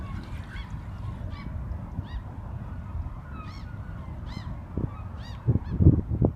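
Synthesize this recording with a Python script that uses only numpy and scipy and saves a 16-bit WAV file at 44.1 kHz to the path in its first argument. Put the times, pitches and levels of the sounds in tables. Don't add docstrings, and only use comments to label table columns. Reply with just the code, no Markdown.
import sys
import numpy as np
from scipy import signal
from scipy.fft import rfft, irfft, next_fast_len
from scipy.io import wavfile
from scipy.ndimage import uniform_filter1d, map_coordinates

SR = 44100
rng = np.random.default_rng(int(sys.argv[2]) if len(sys.argv) > 2 else 0)


def dump_mix(stems):
    frames = np.atleast_2d(stems).T
    limited = np.clip(frames, -1, 1)
    pcm = np.round(limited * 32767).astype(np.int16)
    wavfile.write(sys.argv[1], SR, pcm)


N = 280123

HARBOUR_LEVELS = [(0, -33.5, -52.5), (1.9, -33.5, -51.5), (2.5, -35, -51), (3.65, -35, -52),
                  (4.2, -35, -51), (5.3, -35.5, -50), (6.35, -35, -56)]
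ENGINE_SPECTRUM = [(22, -0.5), (35, -3), (54, -0.5), (100, 0), (130, -7), (200, -10.5), (320, -22),
                   (420, -32), (650, -64)]
WASH_SPECTRUM = [(210, -15.5), (380, -10), (590, 3), (780, -0.5), (960, 4.5), (1200, -3), (1460, -6),
                 (1900, -13), (2900, -23.5), (4200, -31.5), (6000, -34), (8000, -38.5), (15000, -65)]

BUFFET_SPECTRUM = [(15, -11.5), (35, -39.5), (70, 7.5), (120, 4.5), (200, -6), (350, -13.5), (600, -31.5),
                   (1200, -52.5), (3000, -101.5), (8000, -110)]
PORT_GUSTS = [(4.795, -32.5, 0.033), (5.5, -18, .015), (5.558, -24, 0.013), (5.738, -27, 0.021),
              (5.817, -18.5, 0.013), (5.875, -13, 0.015), (5.937, -17.5, .011), (5.983, -23.5, 0.014),
              (6.135, -24.5, 0.024), (6.248, -20.5, 0.024)]
PORT_EDDIES = [(1.466, -20, 112), (1.991, -19, 89.5), (4.372, -19, 114), (4.777, -14, 179),
               (4.809, -17, 170), (4.838, -14.5, 180), (4.845, -15, 85), (5.495, -13, 135),
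               (5.554, -11, 166), (5.825, -10.5, 130), (5.866, -6.5, 108), (5.879, -11, 133),
               (5.896, -7, 150), (5.937, -10.5, 174), (5.995, -11, 146), (6.223, -10, 153), (6.25, -3, 271)]
SWIRLS_PER_S, SWIRL_HZ = 40, 179

TWIG_SPECTRUM = [(500, -33), (1500, 15), (3500, 7), (6000, -6), (9000, -5.5), (15000, -20.5)]
TWIG_STIRS = [(.35, -53.5, 0.27), (1.03, -58, 0.12), (2.7, -70, 0.33), (4.0, -66.5, 0.22)]
TWIG_SNAPS = [(.235, -41, 4040), (0.437, -41.5, 3670), (.704, -48, 6600), (.984, -53, 5200),
              (1.717, -57, 5300), (1.917, -60, 5850), (3.019, -59.5, 5160), (5.349, -40, 2260)]

BANK_DECAY = [(300, 0.5), (2000, 0.5), (5000, 0.32), (12000, 0.54)]
WALL_ECHOES = [(0.054, -28, 6000), (0.127, -22, 2600), (.22, -39, 2400), (0.327, -28, 2400)]

FAR_CRIES = [(-.03, 0.21, 1109, -53.5, -9.5), (1.038, 0.094, 1074, -58, -14), (1.3, .16, 1145, -52, -5),
             (2.68, .157, 1452, -62, -20), (2.829, 0.11, 1267, -58, -18), (3.237, 0.13, 1424, -53.5, -37),
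             (3.306, .18, 1275, -45.5, -12.5), (3.627, .165, 1436, -54.5, -25),
             (3.791, 0.21, 1453, -58.5, -25), (3.921, .26, 1047, -60, -8.5),
             (4.88, 0.097, 1153, -48.5, -15.5), (4.929, 0.099, 1266, -50, -12)]
FLOCK_PER_S, FLOCK_HZ, FLOCK_DB, FLOCK_CRY_S = 4, 1125, -65, 0.19
CRY_SAG_PER_S = 0.489
SECOND_GROWS_DB, THIRD_DB, THIRD_FADES_DB = 7.5, -12.5, 15

# start t/s, crest t/s, end t/s, crest f/Hz, level/dB, beak f/Hz, overtone cutoff f/Hz,
# force/0-1, roughness/0-1
GOOSE_HONKS = [(0.532, 0.59, .665, 1118, -48.5, 3230, 5700, 0.24, 0.33),
               (1.3, 1.403, 1.45, 1027, -54.5, 4660, 5530, 0.59, 0.58),
               (2.032, 2.134, 2.181, 955, -56, 4030, 5770, .52, 0.17),
               (3.437, 3.562, 3.65, 1100, -55.5, 4960, 7900, 0.85, 0.48),
               (4.265, 4.358, 4.465, 1041, -52.5, 4550, 8900, 0.76, 0.35),
               (5.172, 5.289, 5.368, 955, -56.5, 4290, 7400, 1, .26),
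               (5.625, 5.686, 5.75, 869, -58, 4380, 6500, 0, 0.17)]
THROAT_FORMANTS = [(1672, 680, 5), (3080, 580, -8.5), (6900, 3200, -25.5)]
RASP_SPECTRUM = [(700, -40), (1900, 2.5), (2600, -12), (3600, 8), (5000, -0.5), (6500, -9), (8500, -10.5),
                 (15000, -47)]
BEAK_DB, RASP_DB, SIZZLE_DB = (-5.5, 7), (-22, -8), (-47.5, -23.5)
HONK_SAG, TIRING_DB = 0.399, 3
CATCH_HZ, CATCH_DEPTH = 66, 1.3
HOARSE_RISE_SHARE, HOARSE_PITCH_DROP, HOARSE_RASP_DB = .5, .07, 5.5


def amp(db):
    return 10 ** (np.asarray(db) / 20)


def unit(x):
    return x / np.sqrt(np.mean(x ** 2) + 1e-20)


def clock():
    return np.arange(N) / SR


def along(points, hz):
    f, v = np.transpose(points)
    return np.interp(np.log(hz + 1), np.log(f + 1), v)


def wobble(knots_per_s, size=N):
    knots = rng.standard_normal(size // 10 + 4)
    return map_coordinates(knots, [np.arange(size) * knots_per_s / SR], mode="mirror")


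def filtered(x, response):
    m = next_fast_len(N + SR // 2)
    return irfft(rfft(x, m) * response(np.fft.rfftfreq(m, 1 / SR)), m)[:N]


def rush(spectrum, patchy_db):
    hz, _, z = signal.stft(rng.standard_normal(N), SR, nperseg=1024)
    patches = uniform_filter1d(rng.standard_normal(z.shape), size=4, axis=0)
    patches = unit(uniform_filter1d(patches, size=9, axis=1))
    depth_db = patchy_db / (1 + (hz[:, None] / 4000) ** 2)
    noise = signal.istft(z * amp(depth_db * patches), nperseg=1024)[1][:N]
    return unit(filtered(noise, lambda hz: amp(along(spectrum, hz))))


def resonance(hz, centre_hz, width_hz):
    return 1 / np.sqrt(1 + ((hz ** 2 - centre_hz ** 2) / (hz * width_hz)) ** 2)


def swells(rows, fall_per_rise, rest_db):
    power = amp(rest_db) ** 2
    for crest_s, db, rise_s in rows:
        t = clock() - crest_s
        width_s = np.where(t < 0, rise_s, rise_s * fall_per_rise)
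        power = power + (amp(db) * np.exp(-(t / width_s) ** 2 / 2)) ** 2
    return np.sqrt(power)


def harbour():
    times_s, *levels_db = np.transpose(HARBOUR_LEVELS)
    engine_db, wash_db = (np.interp(clock(), times_s, db) for db in levels_db)
    engines = amp(engine_db + 0.21 * wobble(17)) * rush(ENGINE_SPECTRUM, patchy_db=2.0)
    wash = amp(wash_db + 0.51 * wobble(14)) * rush(WASH_SPECTRUM, patchy_db=2.85)
    return engines + wash


def wind():
    gust = swells(PORT_GUSTS, fall_per_rise=1.17, rest_db=-59)
    churn = rush(BUFFET_SPECTRUM, patchy_db=-0.5)
    churn_rms = np.sqrt(np.abs(uniform_filter1d(churn ** 2, size=SR // 40)) + 1e-6)
    out, time = amp(0.5) * gust * churn / churn_rms, clock()
    swirls = []
    for when, weakness, pitch in rng.random(size=(int(SWIRLS_PER_S * N / SR), 3)):
        gust_db = 20 * np.log10(gust[int(when * N)])
        swirls.append((when * N / SR, gust_db + 6 - 8 * weakness, SWIRL_HZ * 2 ** (pitch - .5)))
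    for at_s, db, thump_hz in PORT_EDDIES + swirls:
        centre = int(at_s * SR)
        near = slice(max(centre - SR // 40, 0), centre + SR // 40)
        u = 2 * np.pi * thump_hz * (time[near] - at_s)
        out[near] -= amp(db + 2.5) * np.tanh(u) / np.cosh(u)
    return out


def twigs():
    stir = swells(TWIG_STIRS, fall_per_rise=1.2, rest_db=-74)
    t = np.arange(SR // 20) / SR
    strike = lambda attack_s, t60_s: (1 - np.exp(-t / attack_s)) * amp(-60 * t / t60_s)
    ticks = np.zeros(N + len(t))
    for when, pitch, strength in rng.random(size=(2200, 3)):
        tick_hz = 3000 * 4.6 ** pitch
        ring = strike(attack_s=0.00091, t60_s=0.0064) * np.sin(2 * np.pi * tick_hz * t)
        ticks[int(when * N):][:len(t)] += amp(20 * strength ** 3) * ring / tick_hz
    flicker = amp(1.7 * wobble(23.75))
    out = stir * flicker * (rush(TWIG_SPECTRUM, patchy_db=7.0) + amp(-14) * unit(ticks[:N]))
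    hz = np.fft.rfftfreq(len(t), 1 / SR) + 1
    for at_s, db, ring_hz in TWIG_SNAPS:
        burst = strike(attack_s=0.00041, t60_s=0.027) * rng.standard_normal(len(t))
        snap = irfft(rfft(burst) * resonance(hz, ring_hz, width_hz=710) ** 1.6)
        out[round(at_s * SR):][:len(snap)] += amp(db) * snap / np.max(np.abs(snap))
    return out


def banks(x):
    hz, t, z = signal.stft(rng.standard_normal(SR), SR, nperseg=256)
    tail = signal.istft(z * amp(-60 * t / along(BANK_DECAY, hz)[:, None]), SR, nperseg=256)[1]
    return signal.fftconvolve(x, tail / np.linalg.norm(tail))[:N]


def walls(x):
    return filtered(x, lambda hz: sum(
        amp(db) * np.exp(-2j * np.pi * hz * delay_s) / (1 + (hz / cutoff_hz) ** 4)
        for delay_s, db, cutoff_hz in WALL_ECHOES))


def far_birds():
    out, time = np.zeros(N), clock()
    flock = [(when * N / SR, FLOCK_CRY_S, FLOCK_HZ * 1.6 ** (pitch - .5), FLOCK_DB, -12)
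             for when, pitch in rng.random(size=(int(FLOCK_PER_S * N / SR), 2))]
    for start_s, length_s, mid_hz, db, overtone_db in FAR_CRIES + flock:
        near = (time > start_s) & (time < start_s + length_s)
        u = (time[near] - start_s) / length_s - .5
        waver = 1 + 0.0051 * wobble(180, size=SR // 2)[:len(u)]
        pitch_hz = mid_hz * (1 - CRY_SAG_PER_S * length_s * u) * waver
        phase = 2 * np.pi * np.cumsum(pitch_hz) / SR
        second = amp(overtone_db + SECOND_GROWS_DB * np.tanh(10 * u) / 2) * np.sin(2 * phase)
        third = amp(overtone_db + THIRD_DB - THIRD_FADES_DB * u) * np.sin(3 * phase)
        out[near] += amp(db + 5.5) * np.abs(np.cos(np.pi * u)) ** 1.3 * (np.sin(phase) + second + third)
    return out * amp(2 * wobble(70))


def geese():
    out, time, air = np.zeros(N), clock(), rush(RASP_SPECTRUM, patchy_db=8.0)
    k = np.arange(1, 16)[:, None]
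    for start_s, crest_s, end_s, crest_hz, db, beak_hz, cutoff_hz, force, rough in GOOSE_HONKS:
        beak_db, rasp_db, sizzle_db = (soft + force * (hard - soft)
                                       for soft, hard in (BEAK_DB, RASP_DB, SIZZLE_DB))
        near = np.abs(time - crest_s) < .17
        t = time[near]
        drift = lambda knots_per_s: wobble(knots_per_s, size=SR // 2)[:len(t)]
        u = (t - crest_s) / np.where(t < crest_s, crest_s - start_s, end_s - crest_s)
        effort = np.exp(-1.3 * np.abs(u) ** 2.4)
        gate = 1 / (1 + np.abs(u) ** 20)
        hoarse = rough / (1 + np.exp(np.clip(25 * (u + 1 - HOARSE_RISE_SHARE), -30, 30)))

        flutter = 1 + rough * (.008 * drift(70) + .013 * drift(280) + .028 * drift(1100))
        pitch_hz = crest_hz * (1 - HONK_SAG * (1 - effort) ** 1.15) * (1 - HOARSE_PITCH_DROP * hoarse)
        phase = 2 * np.pi * np.cumsum(pitch_hz * flutter) / SR
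        hz = k * pitch_hz
        throat = sum(amp(formant_db) * resonance(hz, centre_hz, width_hz) ** 2
                     for centre_hz, width_hz, formant_db in THROAT_FORMANTS)
        beak = amp(beak_db) * resonance(hz, beak_hz * pitch_hz / crest_hz, width_hz=1020) ** 2
        rolloff = 1 / (1 + (k * crest_hz / cutoff_hz) ** 30)
        bloom = np.where((k == 2) | (k == 4), 1, 1 / (1 + (0.69 / (effort + 1e-3)) ** 6))
        partials = ((throat + beak + amp(-11.5) * (k == 1)) * rolloff + amp(sizzle_db)) * bloom
        shimmer = amp((1.2 + 4.5 * rough) * np.array([drift(230) for _ in k]))
        fray_rad = (.25 * rough + (k / 12.5) ** 3) * np.array([drift(450) for _ in k])
        tone = np.sum(partials * shimmer * np.sin(k * phase + fray_rad), axis=0)

        dips = np.cos(np.pi * CATCH_HZ * t + .5 * drift(40)) ** 6
        catch = 1 - np.clip(CATCH_DEPTH * rough, 0, 1) * dips
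        doubling = 1 + 1.4 * hoarse * np.cos(phase / 2)
        arch = amp(-TIRING_DB * np.clip(u, 0, 1)) * effort ** 1.46
        puffs = air[near] * (1 + np.cos(phase)) / 2
        rasp = amp(rasp_db - 2.4 * np.tanh(2 * u) + HOARSE_RASP_DB * hoarse) * puffs
        out[near] += amp(db + 3) * gate * (arch * catch * doubling * tone + rasp)
    return out


def scene():
    honks, cries = geese(), far_birds()
    echo = banks(amp(-8.5) * honks + amp(-6.5) * cries) + walls(honks)
    return (honks + amp(-1.0) * cries + echo + twigs() + harbour() + wind())[None]


def record(dry):
    low_hz, top_hz = 38, 15250
    bass_cut = lambda hz: hz ** 4 / np.sqrt(hz ** 8 + low_hz ** 8)
    return filtered(dry[0], lambda hz: bass_cut(hz) * (hz < top_hz))[None]


dry = scene()
out = record(dry)
dump_mix(out)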